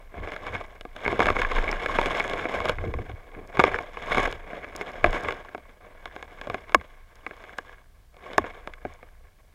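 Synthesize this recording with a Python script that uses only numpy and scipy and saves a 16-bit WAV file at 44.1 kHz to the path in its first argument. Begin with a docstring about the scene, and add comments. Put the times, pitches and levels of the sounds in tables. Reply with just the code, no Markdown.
"""Pebbles knock and grit scrapes on the plastic housing of a camera pushed about on a creek bed.
Each contact is an impulse that excites the damped modes of the shell, and the water displaced
by a knock answers with a short, sinking plop. The current thumps softly on the housing and
rocks it, over the faint hiss of the microphone."""
import sys
import numpy as np
from scipy import signal
from scipy.fft import rfft, irfft
from scipy.io import wavfile
from scipy.ndimage import uniform_filter1d

SR = 44100
rng = np.random.default_rng(int(sys.argv[2]) if len(sys.argv) > 2 else 0)


def wav_out(sig):
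    """Save sig, one row per channel (or a flat mono array), as 16-bit PCM at SR to the path in sys.argv[1]."""
    wavfile.write(sys.argv[1], SR, np.round(np.clip(np.atleast_2d(sig).T, -1, 1) * 32767).astype(np.int16))


N = 420713


def gain_of(db):
    return 10 ** (np.asarray(db) / 20)


def unit_rms(x):
    return x / np.sqrt(np.mean(x ** 2) + 1e-20)


def noise(spectrum):
    """Spectral shaping: white noise is weighted by a curve of (Hz, dB) points."""
    corner_hz, corner_db = np.transpose(spectrum)
    hz = np.fft.rfftfreq(N, 1 / SR)
    db = np.interp(np.log(hz + 1), np.log(corner_hz + 1), corner_db)
    return unit_rms(irfft(rfft(rng.standard_normal(N)) * gain_of(db), N))


def envelope_db(start, held, swell_db_per_s, fade_db_per_s, top_db, rest_db):
    """Incoherent addition: events that swell, hold and fade add their power to a resting level."""
    hop = 64
    t = np.arange(0, N + hop, hop)[:, None] / SR
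    before, after = np.maximum(start - t, 0), np.maximum(t - start - held, 0)
    gains = gain_of(top_db - swell_db_per_s * before - fade_db_per_s * after)
    db = 10 * np.log10((gains ** 2).sum(axis=1) + gain_of(2 * rest_db))
    return np.interp(np.arange(N) / hop, np.arange(len(db)), db)


def hiss():
    """Self-noise: the microphone adds a steady broadband floor."""
    spectrum = [(100, -18), (300, 7.5), (2500, -2), (3000, 0.5), (8000, -7.5), (13500, -9.5),
                (15500, -23.5)]
    return gain_of(-71) * noise(spectrum)


# Spectrum of the rocking housing. Each row: frequency in Hz, relative density in dB.
ROCKING_SPECTRUM = [(5, -50), (14, -6.5), (26, 16), (38, -8.5), (55, -27), (120, -120)]
# Strength of the rocking. Each row: time in seconds, level in dB.
ROCKING_LEVELS = [(0.0, -51), (0.32, -39), (0.34, -47.5), (1.22, -39), (1.27, -26.5), (1.59, -22.5),
                  (2.07, -39), (2.68, -45.5), (2.82, -31.5), (2.9, -44), (2.97, -34), (3.53, -50.5),
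                  (3.77, -43.5), (3.85, -50), (4.25, -35), (4.36, -46), (4.94, -53), (5.1, -25),
                  (5.23, -49), (8.18, -56), (8.58, -48), (9.54, -59.5)]


def rocking():
    """Rigid-body motion: the whole housing sways in the current and gives a deep rumble."""
    level_db = np.interp(np.arange(N) / SR, *np.transpose(ROCKING_LEVELS))
    return gain_of(level_db) * noise(ROCKING_SPECTRUM)


# Spectra of a slap's thump, its fuller gulp and the steady lapping.
# Each row: frequency in Hz, relative density in dB.
THUMP_SPECTRUM = [(20, -67), (35, -4.5), (55, 8), (100, 6), (140, -9), (220, -32.5), (500, -120)]
GULP_SPECTRUM = [(60, -39), (130, -1), (250, -3.5), (450, 1), (900, -59)]
LAPPING_SPECTRUM = [(25, -35), (45, 7.5), (70, 3), (120, -10), (200, -16), (400, -38.5)]
# Slaps of water. Each row: start in seconds, hold in seconds, level in dB, gulp in dB above that level.
WATER_SLAPS = [(0.185, 0.044, -37, -6.5), (0.502, 0.059, -43, -9), (1.077, 0.053, -37.5, 0),
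               (1.195, 0.027, -38, -20), (1.246, 0.07, -34.5, -13), (1.357, 0.077, -46, -24),
               (1.52, 0.045, -43, -18), (1.66, 0.057, -50, -19), (2.0, 0.06, -57, -14),
               (2.11, 0.05, -50, -10), (2.18, 0.055, -45.5, -3), (2.55, 0.061, -43, -12),
               (2.65, 0.085, -41, -19), (2.78, 0.028, -32.5, -19), (2.837, 0.06, -35, -1),
               (2.95, 0.014, -29, -16), (2.985, 0.03, -32, -10.5), (3.093, 0.052, -40, -17.5),
               (3.37, 0.041, -45, -1), (3.583, 0.07, -36, -3.5), (3.705, 0.038, -43, -23),
               (4.14, 0.1, -41, -14), (4.235, 0.12, -46.5, -4), (5.04, 0.072, -34, -13.5),
               (5.13, 0.03, -49, -16), (5.236, 0.04, -40, -7), (6.488, 0.03, -43.5, -5),
               (6.753, 0.037, -44.5, -10.5), (8.38, 0.045, -41, -17), (8.856, 0.033, -46, -14)]


def current():
    """Pressure fluctuation: water slaps and laps at the shell and is stirred as the shell is shoved."""
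    start, held, db, gulp_db = np.transpose(WATER_SLAPS)
    shape = dict(swell_db_per_s=899.5, fade_db_per_s=297, rest_db=-100)
    slaps = gain_of(envelope_db(start, held, top_db=db, **shape))
    gulps = gain_of(envelope_db(start, held, top_db=db + gulp_db, **shape))
    stirring = gain_of(grinding_db() - 11.5)
    thumps = np.hypot(slaps, stirring) * noise(THUMP_SPECTRUM)
    return thumps + gulps * noise(GULP_SPECTRUM) + gain_of(-57) * noise(LAPPING_SPECTRUM)


# Modes of the shell, in five families from low to high.
# Each row: frequency in Hz, relative gain in dB, time to decay by 60 dB in seconds.
LOW_MODES = [(191, -33.5, 0.047), (302, -24, 0.11), (422, -7, 0.057), (495.3, 5.5, 0.039),
             (615.7, 11.5, 0.023), (707, 7.5, 0.033)]
MIDDLE_MODES = [(945, -2.5, 0.02), (1084.4, 2.5, 0.03), (1157, -8, 0.039)]
UPPER_MODES = [(1556, -13.5, 0.013), (1655, 14, 0.013), (2046, 7.5, 0.013), (2202, 11, 0.018),
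               (2161, -12.5, 0.027)]
BRIGHT_MODES = [(2954, 0, 0.016), (3346, 10, 0.0065), (3530, -4, 0.0085)]
TREBLE_MODES = [(4300, -4.5, 0.0023), (5320, 4.5, 0.0049), (6500, 3, 0.0045), (7300, -2.5, 0.0032),
                (9440, -5.5, 0.0035), (11300, -27.5, .005), (12400, -33, .004)]


def ring(force, hz, db, t60):
    """Damped resonance: a mode answers every impulse with an exponentially decaying sine."""
    radius, angle = 10 ** (-3 / (t60 * SR)), 2 * np.pi * hz / SR
    feedback = [1, -2 * radius * np.cos(angle), radius * radius]
    return signal.lfilter([0, gain_of(db) * radius * np.sin(angle)], feedback, force)


def softened(x, modes, reach=1.228):
    """Band limiting: contact takes time and the shell floats, so little sounds outside a mode family."""
    edges_hz = [modes[0][0] / reach ** 2, min(modes[-1][0] * reach, SR / 2 - 2000)]
    return signal.sosfilt(signal.butter(2, edges_hz, "bandpass", fs=SR, output="sos"), x)


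# Shoves over grit. Each row: start of full pressure in seconds, hold in seconds,
# swell and fade in dB per second, relative level in dB, dullness in dB.
GRIT_SHOVES = [(0.0, 0.017, 100., 80, -61.5, 1), (0.15, 0.031, 702, 52, -50, 7.5),
               (0.27, 0.085, 128, 158, -47, 1.5), (0.47, 0.14, 121, 250., -43.5, 1.5),
               (0.72, 0.015, 300., 187, -52.5, 0.), (1.062, .08, 141, 300., -39, -0.5),
               (1.192, .12, 300., 250., -35.5, 1.), (1.39, 0.27, 250., 41, -36, 0),
               (1.96, 0.12, 72, 27.5, -34, -1), (2.3, 0.069, 100., 63, -45, 2.5),
               (2.56, 0.16, 20, 402, -38.5, 2), (2.83, 0.042, 300., 152, -49.5, 4.5),
               (2.95, 0.073, 150., 32.5, -53.5, 2), (3.37, 0.022, 90, 54, -57, 8.5),
               (3.599, 0.13, 218.5, 128, -35.5, 2), (4.0, 0.038, 94.5, 100., -47.5, -3),
               (4.121, 0.12, 142, 163, -33.5, -2.5), (4.27, 0.021, 99, 305, -47, 8.5),
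               (4.57, 0.031, 36.5, 41, -47.5, 4), (4.8, 0.13, 66, 47, -46.5, 1.5),
               (5.058, 0.19, 498, 68, -39, 1.5), (5.68, 0.013, 150., 129, -60, 0),
               (5.86, 0.022, 157, 72, -60, 4), (6.1, 0.14, 34.5, 52, -56.5, -1.5),
               (6.45, 0.16, 50., 61, -51, 0.5), (6.8, 0.089, 94.5, 44, -61, -4),
               (7.42, .27, 35.5, 81, -55, -2.), (8.261, 0.19, 200., 50, -48, 1.5),
               (8.85, 0.064, 164, 81, -57.5, -1), (9.03, 0.14, 97, 27.5, -69, 0.)]


def grinding_db(dull_share=0.):
    """Spectral tilt: the grinding follows each shove's level plus a share of its dullness."""
    *shape, top_db, dull_db = np.transpose(GRIT_SHOVES)
    return envelope_db(*shape, top_db + dull_share * dull_db, rest_db=-77)


def grit(grains_per_s=2500, spread_db=4, place_db=7.5, family_db=2, rub=0.69):
    """Friction as random excitation: clumps of uneven grains and a fine rubbing drive the modes."""
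    low_db, middle_db, high_db = grinding_db(0.7), grinding_db(), grinding_db(-0.53)
    light_db = np.minimum(high_db + 55.5, 0)  # light rubbing excites the high modes ever less
    families = ((LOW_MODES, low_db), (MIDDLE_MODES, middle_db - 3), (UPPER_MODES, middle_db - 0.5),
                (BRIGHT_MODES, high_db - 11.5 + .3 * light_db),
                (TREBLE_MODES, high_db - 21.5 + .6 * light_db))
    clumps = unit_rms(uniform_filter1d(uniform_filter1d(rng.standard_normal(N), 500), 500))
    hits = np.flatnonzero(rng.random(N) < grains_per_s * gain_of(3.5 * clumps) / SR)
    count, out = len(hits), np.zeros(N)
    size = gain_of(spread_db * np.minimum(rng.exponential(1, count), 4) + 0.82 * clumps[hits])
    for modes, db in families:
        rubbing = rub * (modes[0][0] / 1000) ** -.2 * gain_of(3 * clumps) * rng.standard_normal(N)
        grains = size * gain_of(family_db * rng.standard_normal(count)) * rng.choice([-1, 1], count)
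        ringing = 0
        for mode in modes:
            force = rubbing.copy()
            force[hits] += grains * gain_of(place_db * rng.standard_normal(count))
            ringing += ring(force, *mode)
        out += gain_of(db) * unit_rms(softened(ringing, modes))
    return out


# Sharp treble ticks: the bright click of some pebble knocks, and light ticks between them.
# Each row: time in seconds, nominal peak level in dB.
TREBLE_TICKS = [(3.475, -41.5), (3.8247, -41), (4.0931, -45), (4.132, -32), (4.1816, -26), (4.2306, -30),
                (4.2544, -40), (4.314, -34), (4.7633, -24), (4.8173, -34), (4.9182, -41), (5.0928, -47),
                (5.108, -32), (5.1816, -45), (5.2086, -37), (5.236, -35), (6.7479, -11.5), (7.1561, -45),
                (7.2784, -46), (7.3667, -47), (7.3861, -51), (7.5834, -31), (8.2676, -48), (8.3805, -15),
                (8.505, -51), (8.9376, -47)]


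def ticks():
    """Impulse response: each tick is a brief ringing of the treble modes, in its own proportions."""
    start, db = np.transpose(TREBLE_TICKS)
    coupling = gain_of(2.5 * rng.standard_normal((len(start), len(TREBLE_MODES))))
    out = np.zeros(N)
    for k, mode in enumerate(TREBLE_MODES):
        force = np.zeros(N)
        force[(start * SR).astype(int)] = gain_of(db) * coupling[:, k]
        out += ring(force, *mode)
    unit_tick = sum(ring(signal.unit_impulse(200), *mode) for mode in TREBLE_MODES)
    return softened(out, TREBLE_MODES) / abs(softened(unit_tick, TREBLE_MODES)).max()


def plops(start_hz=651.5, end_hz=199.4, fall_s=.012, attack_s=0.0056, t60=0.075):
    """Damped oscillation: water displaced by each knock gives a randomly detuned tone that sinks."""
    t, out = np.arange(4000) / SR, np.zeros(N + 4000)
    detunings = rng.uniform(0.786, 1.225, len(PEBBLE_KNOCKS))
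    for (start, blow_db, low_db, *_), detuning in zip(PEBBLE_KNOCKS, detunings):
        hz = detuning * (end_hz + (start_hz - end_hz) * np.exp(-t / fall_s))
        tone = np.sin(2 * np.pi * np.cumsum(hz) / SR) * np.minimum(t / attack_s, 1)
        out[round(start * SR):][:len(t)] += gain_of(blow_db + low_db - 9.5 - 60 * t / t60) * tone
    return out[:N]


# Pebbles striking the shell. Each row: start in seconds, relative level of the blow in dB,
# then the levels of the low, upper and bright modes in dB above the blow.
PEBBLE_KNOCKS = [(0.141, -37, 5.5, -3, -16), (0.274, -33, 9.5, 10, -7), (0.3194, -32, 4, 9.5, 0),
                 (0.3635, -35, 4, 14, 2), (0.467, -28.5, -3, -3, -2.5), (0.6108, -27, 0, -2, -12),
                 (0.8103, -40, 6, 10, 11), (0.8518, -34.5, 8.5, 3, -7), (0.9638, -39.5, 8, 11, 9),
                 (1.0522, -35, -17, 18, -17), (1.062, -28, 9, 17, -7), (1.0788, -15.5, 0.5, 3.5, -8),
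                 (1.1278, -19.5, 6.5, -4, -10), (1.1929, -12, 2.5, -7, -13), (1.2035, -10, -0.5, 3, -10),
                 (1.2191, -12.5, -2.5, -7, -10), (1.2574, -19, -2, 9, -1), (1.268, -24, 10, 10, 4.5),
                 (1.286, -10.5, -11, 1.5, -18), (1.3023, -12, -0.5, 0, -10), (1.3658, -15, -6, 0.5, -24),
                 (1.4177, -15.5, -19, 6.5, -4), (1.4486, -19.5, -11, 8.5, -21), (1.517, -18, -7, -2, -8),
                 (1.584, -25.5, 1, 8, -7), (1.6901, -28, 8.5, 10, -6), (1.728, -22.5, 1, 9.5, -10),
                 (1.8605, -25, 4, 13, 2), (1.9502, -46, 14, 8, 17), (1.9868, -8.5, -2, -0.5, -22),
                 (2.0138, -19, 0, 1, -2), (2.0589, -23, 7.5, 7.5, 4.5), (2.1984, -16.5, -7, 1, -2),
                 (2.2976, -27.5, 6, -2, 5), (2.3348, -30, 11.5, 5, 5), (2.4547, -24.5, 10, 8, -18),
                 (2.603, -17, -4, -5, -10), (2.655, -18.5, 1.5, -2, -3), (2.687, -23.5, -1, 2, 3),
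                 (2.6946, -15.5, -1, 0.5, 0), (2.785, -27, -3.5, 5.5, -22), (2.8398, -37.5, 15, 8, -14),
                 (2.9388, -24, 3, 1, -13), (2.9872, -34.5, 10, 4, -17), (3.0959, -40.5, 12, 8, -4),
                 (3.571, -20, -6, 1, -10), (3.5937, -9, 4.5, 1.5, -11), (3.5987, -2, -20, -4, -12),
                 (3.6127, -28, 10, -11, -18), (3.6386, -5, 0.5, 0, -9.5), (3.7874, -20.5, -6, 5, -11),
                 (3.9708, -23.5, -3.5, -0.5, -21), (4.1089, -18.5, -9, -9, -23), (4.147, -18, -1.5, 1, -6),
                 (4.1724, -12.5, -1.5, -2, -12), (4.1807, -15, 1, 3, -15), (4.275, -25, 6, -1, -4),
                 (4.326, -30, 3, 5, 6), (4.5323, -38, 12.5, 13, -9), (4.6443, -31, 1, 8.5, -11),
                 (4.7514, -36, 7, 7.5, -1), (4.8117, -34, 11, 17, 5), (5.043, -10.5, 5.5, 9.5, -8),
                 (5.0615, -23.5, 12, 6, -4), (5.1294, -21.5, -3, 1, -3), (5.145, -24, 0, -1, -11),
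                 (5.2476, -21.5, -3.5, 2, -20), (5.2857, -18.5, -5, 4.5, -9), (5.3076, -26, 4, 7, -2),
                 (5.3232, -29.5, 4, 6.5, 2), (5.4487, -33, -12, -8, -11), (5.4908, -44.5, 7, 10, 0),
                 (5.5477, -25.5, 4.5, 1.5, -13), (5.5788, -37.5, 3.5, 0, -4),
                 (6.0564, -27, -0.5, 3.5, -1.5), (6.163, -30.5, 3.5, 3, -4.5), (6.2265, -30.5, -1.5, 5, -1),
                 (6.4133, -33.5, 2, 7.5, 3.5), (6.4715, -30.5, 7, -2, -6), (6.4992, -23, 2.5, 2, -5),
                 (6.544, -23, 5, 6, -5), (6.6946, -33, -4, 3, -5), (6.721, -33.5, -1, 3, -3),
                 (6.7457, -3, -3, 3, -8.5), (6.812, -35, -4, 4, -7), (7.265, -25.5, -0.5, 8.5, -10),
                 (7.31, -36.5, 5.5, 11, -11), (7.4393, -39.5, 3, 8, -2), (7.533, -42, -1, 3, -5),
                 (7.5854, -21, -4.5, 2.5, -6), (7.694, -38, -5, 4, -16), (8.143, -50.5, 5, 2, -5),
                 (8.167, -46.5, 4, 3, 2), (8.333, -31.5, 0, 1, 2), (8.381, -4.5, -0.5, -1, -14.5),
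                 (8.4418, -32, 7.5, 7, -14), (8.6739, -24, -1, 1, -7), (8.7365, -50.5, -9, 22.5, 14),
                 (8.851, -29.5, 12, 3, -15), (9.029, -46.5, 11.5, 11.5, -4)]


def knocks(bounce_s=0.000876, place_db=3):
    """Modal superposition: a blow and its dying bounces ring each mode, weighted by where it lands."""
    length = 3000
    out = np.zeros(N + length)
    for start, blow_db, low_db, upper_db, bright_db in PEBBLE_KNOCKS:
        bounce_at = (np.cumsum(rng.uniform(.4, 1.664, 6)) * bounce_s * SR).astype(int)
        bounces = 2 * rng.random(6) - 1
        families = ((LOW_MODES, low_db, .8), (MIDDLE_MODES, 0, .8), (UPPER_MODES, upper_db, .75),
                    (BRIGHT_MODES, bright_db, .65), (TREBLE_MODES, bright_db - 7.5, .55))
        for modes, db, bounce_decay in families:
            force = -signal.unit_impulse(length)
            force[bounce_at] = bounces * bounce_decay ** np.arange(1, 7)
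            ringing = sum(gain_of(place_db * rng.standard_normal()) * ring(force, *m) for m in modes)
            knock = softened(ringing, modes)
            out[round(start * SR):][:length] += gain_of(blow_db + db) * knock / abs(knock).max()
    return out[:N]


def scene():
    """Linear superposition: shell, water and hiss add in one channel."""
    shell = gain_of(-1) * knocks() + gain_of(2.5) * grit() + ticks()
    return (shell + plops() + current() + rocking() + hiss())[None]


def record(dry):
    """Saturation and band limiting: peaks are cut at full scale, then the top treble is removed."""
    lowpass = signal.firwin(511, cutoff=15900, window=("kaiser", 9), fs=SR)
    return signal.oaconvolve(np.clip(dry, -1, 1), lowpass[None], "same")


dry = scene()
out = record(dry)
wav_out(out)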